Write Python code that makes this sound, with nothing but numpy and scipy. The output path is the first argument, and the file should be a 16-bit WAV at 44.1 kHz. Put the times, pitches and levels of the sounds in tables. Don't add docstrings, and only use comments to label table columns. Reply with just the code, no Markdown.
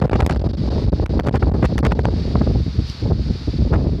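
import sys
import numpy as np
from scipy import signal
from scipy.fft import rfft, irfft
from scipy.io import wavfile
from scipy.ndimage import uniform_filter1d

SR = 44100
rng = np.random.default_rng(int(sys.argv[2]) if len(sys.argv) > 2 else 0)


def store_pcm(level_fs):
    pcm = np.round(np.clip(level_fs, -1, 1) * 32767).astype(np.int16)
    wavfile.write(sys.argv[1], SR, np.atleast_2d(pcm).T)


N = 176400
TIME = np.arange(N) / SR


def from_db(db):
    return 10 ** (np.asarray(db) / 20)


def rms_one(x):
    return x / np.sqrt(np.mean(x ** 2) + 1e-20)


def in_time(rows):
    times, *columns = np.transpose(rows)
    return [np.interp(TIME, times, column) for column in columns]


def at_hz(spectrum, hz):
    points_hz, db = np.transpose(spectrum)
    return np.interp(np.log(hz + 1e-9), np.log(points_hz), db)


def drift(rate_hz):
    step, settling = 40, 2000
    pole = np.exp(-2 * np.pi * rate_hz * step / SR)
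    white = rng.standard_normal(N // step + settling + 2)
    slow = signal.lfilter([1], [1, -2 * pole, pole * pole], white)[settling:]
    return np.interp(np.arange(N) / step, np.arange(len(slow)), rms_one(slow))


def swell(centre_s, half_width_s):
    return np.exp(-2 * np.minimum(((TIME - centre_s) / half_width_s) ** 2, 20))


def window(start_s, length_s, edge_s):
    return np.clip(np.minimum(TIME - start_s, start_s + length_s - TIME) / edge_s + .5, 0, 1)


def coloured(spectrum):
    hz = np.arange(N // 2 + 1) * SR / N
    return rms_one(irfft(rfft(rng.standard_normal(N)) * from_db(at_hz(spectrum, hz)), N))


def eddies():
    # time in seconds, relative strength in dB, reach (roll-off frequency) in Hz.
    wind = [(0, -4.5, 640), (.3, -10.5, 570), (.5, -16.5, 363), (.61, -11, 360), (.68, -16.5, 490),
            (.78, -8.5, 586), (.87, -18.5, 355), (.97, -16, 350), (1.02, -10.5, 384), (1.13, -11, 352),
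            (1.35, -21, 440), (1.5, -3.5, 425), (1.6, -11.5, 460), (1.68, -17.5, 330), (1.76, -8.5, 368),
            (2.0, -12.5, 463), (2.12, -13, 473), (2.19, -13, 314), (2.28, -12, 382), (2.45, -12, 390),
            (2.54, -9.5, 348), (2.64, -11.5, 226), (2.72, -19.5, 190), (2.79, -10.5, 226),
            (2.85, -22.5, 169), (2.88, -18, 199), (2.93, -29, 148), (2.995, -25, 143), (3.02, -18.5, 258),
            (3.09, -8, 453), (3.14, -5, 290), (3.18, -15, 240), (3.27, -12, 240), (3.33, -12, 227),
            (3.37, -21, 204), (3.44, -18.5, 185), (3.54, -11, 216), (3.66, -10, 346), (3.76, -5.5, 540),
            (3.85, -11, 400), (3.93, -9, 335), (4, -15.5, 272)]
    # centre and half-width in seconds, added strength in dB, added reach in Hz.
    buffets = [(0.021, 0.005, 15.5, 450), (0.118, 0.008, 5.5, 600), (0.136, 0.013, 15.5, 400),
               (0.149, 0.0047, 8, 400), (0.204, 0.006, 11, 400), (0.298, 0.016, 12.5, 80),
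               (0.347, 0.007, 1, 400), (0.458, 0.041, 9.5, 255), (0.607, 0.016, 9, -210),
               (0.681, 0.019, 9, 235), (0.858, 0.023, 21, -190), (0.931, .012, 17, -150),
               (1.001, 0.0048, 26.5, 160), (1.176, 0.0085, 19, 138), (1.195, 0.01, 27.5, 395),
               (1.279, 0.024, 13, 276), (1.35, 0.027, 22.5, 280), (1.428, 0.0085, 22, 273),
               (1.553, 0.0095, 7, 230), (1.631, 0.0071, 17, 502), (1.649, 0.014, 21, 403),
               (1.791, 0.013, -7, 400), (1.855, 0.037, 7.5, 430), (1.993, 0.0044, 12, 602),
               (2.055, 0.0032, 28, 600), (2.087, 0.0064, 14.5, 400), (2.357, 0.0069, 15.5, 400),
               (2.417, 0.011, 13.5, 277), (2.475, 0.0061, 12, 330), (2.783, 0.02, 5.5, 116),
               (3.032, 0.019, 17.5, -22), (3.311, 0.013, 9, 72), (3.752, 0.021, -1, 618)]
    # frequency in Hz, relative spectral density in dB.
    spectrum = [(30, 8.5), (60, -1), (120, -3), (250, -8), (500, -13.5), (1000, -17.5), (2500, -22),
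                (6000, -18.5), (14000, -21.5)]
    overall_db, flutter_db, reach_flutter_db = -4, 3.5, 2
    rolloff_order, tail_db = 2.73, -42
    span = int(0.083 * SR)
    strength_db, reach_hz = in_time(wind)
    for centre, half_width, added_db, added_hz in buffets:
        push = swell(centre, half_width)
        strength_db += added_db * push
        reach_hz += added_hz * push
    flutter = drift(rate_hz=33.5)
    flutter = rms_one(flutter - uniform_filter1d(flutter, span))
    reach_hz = np.maximum(reach_hz, 20) * from_db(reach_flutter_db * flutter)
    edges_hz = 28 * 2 ** np.arange(0, 9.3, .5)
    white = rng.standard_normal((2, N))
    pressure, power = 0, 0
    for k, (low, high) in enumerate(zip(edges_hz, edges_hz[1:])):
        hz = np.sqrt(low * high)
        band = signal.sosfilt(signal.butter(3, [low, high], "band", fs=SR, output="sos"), white[k % 2])
        band /= np.sqrt(uniform_filter1d(band ** 2, span) + np.mean(band ** 2) / 20)
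        gain = from_db(at_hz(spectrum, hz)) * np.sqrt(high - low)
        rolloff = 1 / np.sqrt(1 + (hz / reach_hz) ** (2 * rolloff_order))
        tail = from_db(tail_db) * reach_hz / (hz + reach_hz)
        pressure += gain * (rolloff + tail) * band
        power += gain ** 2
    return pressure / np.sqrt(power) * from_db(strength_db + flutter_db * flutter + overall_db)


def needle_hiss():
    # time in seconds, level in dB.
    levels = [(0, -41.5), (.5, -42.5), (.8, -38), (.9, -43.5), (1.0, -42), (1.6, -44.5), (1.74, -42.5),
              (2.0, -46.5), (2.2, -38.5), (2.68, -41), (2.82, -39.5), (3.0, -38), (3.15, -44),
              (3.27, -39.5), (3.52, -39.5), (3.7, -43), (4, -45.5)]
    # frequency in Hz, relative spectral density in dB.
    spectrum = [(200, 1.5), (700, -5), (1200, -6.5), (2200, -7.5), (3200, -8.5), (4000, 0), (4700, 0.5),
                (5300, -7), (6300, -18.5), (8000, -28.5), (11000, -36.5), (14000, -40)]
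    level_db, = in_time(levels)
    return from_db(level_db) * coloured(spectrum)


def diaphragm(pressure):
    # start in seconds, length in seconds.
    chokes = [(.003, .012), (.029, .01), (.06, .036), (.098, .013), (.122, .007), (.142, .007), (.21, .012),
              (.236, .01), (.254, .008), (.266, .008), (.277, .02), (.339, .007), (.353, .008),
              (.377, .017), (.403, .012), (.422, .018), (.474, .014), (.516, .016), (.553, .016),
              (.692, .009), (.898, .022), (1.041, .02), (1.066, .027), (1.13, .004), (1.187, .006),
              (1.2, .007), (1.21, .021), (1.253, .005), (1.28, .0045), (1.287, .005), (1.296, .014),
              (1.313, .013), (1.381, .013), (1.45, .006), (1.499, .019), (1.521, .017), (1.636, .005),
              (1.766, .006), (1.809, .02), (1.936, .014), (2.023, .008), (2.098, .004), (2.345, .004)]
    overload, hardness, stop_share = 0.4, 2.73, 0.38
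    push, sputter = 1.29, 0.53
    surge = sum(window(start, length, edge_s=0.0026) for start, length in chokes)
    near_surge = np.sqrt(np.abs(uniform_filter1d(surge, int(0.13 * SR))))
    force = push * surge + sputter * near_surge * drift(rate_hz=270)
    pinned = np.sin(np.pi / 2 * np.clip(force, 0, 1)) ** 2
    free = pressure / (1 + np.abs(pressure / overload) ** hardness) ** (1 / hardness)
    return (1 - pinned) * free + pinned * stop_share * overload


def rattle():
    # centre in seconds, length in seconds, clipping level in dB.
    bursts = [(0.0163, 0.0023, -22), (0.136, 0.0112, -19.5), (0.157, 0.014, -25.5), (0.208, 0.0071, -13),
              (0.299, 0.0049, -22), (0.312, 0.034, -27), (1.061, 0.0039, -21.5), (1.194, 0.0037, -22.5),
              (1.27, 0.014, -28), (1.363, 0.019, -24), (1.651, 0.02, -23), (1.787, 0.014, -19),
              (1.86, 0.021, -18.5), (1.911, 0.0024, -22), (1.922, 0.0069, -12), (2.05, 0.0045, -27)]
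    # frequency in Hz, relative spectral density in dB.
    spectrum = [(300, 5.5), (700, 4), (1300, 4), (2200, -4), (4000, -18), (14000, -44.5)]
    drive, stutter_db, rounding_hz = 0.9, 9, 8800
    envelope = sum(from_db(db) * window(centre - length / 2, length, edge_s=0.00019)
                   for centre, length, db in bursts)
    stutter = from_db(stutter_db * drift(rate_hz=130))
    rasp = envelope * np.tanh(drive * stutter * coloured(spectrum))
    return signal.lfilter(*signal.butter(1, rounding_hz, fs=SR), rasp)


def cracks():
    # start in seconds, level in dB, edge time in seconds.
    snaps = [(0.0966, -12, .00016), (0.118, -13, .00025), (0.2216, -14.5, 0.00017), (.2468, -33, .00003),
             (.264, -7.5, 0.000026), (0.2732, -26, .00004), (0.31, -11.5, 0.000073), (0.361, -16, 0.00019),
             (1.1979, -6.5, .00012), (1.2074, -15.5, 0.00027), (1.2856, -6.5, 0.00022),
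             (1.2928, -13.5, 0.00016), (1.7895, -14, .00003)]
    off_stop_s, spread_octaves = 0.00057, 0.45
    lengths = off_stop_s * 2 ** (spread_octaves * rng.uniform(-1, 1, len(snaps)))
    return -sum(from_db(db) * window(start, length + 2 * edge, edge)
                for (start, db, edge), length in zip(snaps, lengths))


def rustle():
    # frequency in Hz, relative spectral density in dB.
    spectrum = [(1800, -15), (3000, 2.5), (5000, 8), (7500, -16), (14000, -24)]
    soft = from_db(-41.5) * swell(centre_s=2.9, half_width_s=0.055)
    tick = from_db(-27.5) * swell(centre_s=2.8995, half_width_s=0.0011)
    return (soft + tick) * coloured(spectrum)


def resonant_bass_cut(x, hz, q):
    omega = 2 * np.pi * hz
    return signal.lfilter(*signal.bilinear([1, 0, 0], [1, omega / q, omega ** 2], SR), x + 1e-18)


def scene():
    return (eddies() + needle_hiss() + rustle())[None]


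def record(dry):
    sub_cut_hz, notch_hz, stopband_hz = 70, 4050, 14400 * 1.09
    x = diaphragm(dry) + rattle() + cracks()
    x = resonant_bass_cut(x, hz=59, q=3.16)
    x = signal.sosfilt(signal.butter(2, sub_cut_hz, "high", fs=SR, output="sos"), x)
    x = signal.lfilter(*signal.iirnotch(notch_hz, Q=30, fs=SR), x)
    return signal.sosfilt(signal.cheby2(12, 60, stopband_hz, fs=SR, output="sos"), x)


dry = scene()
out = record(dry)
store_pcm(out)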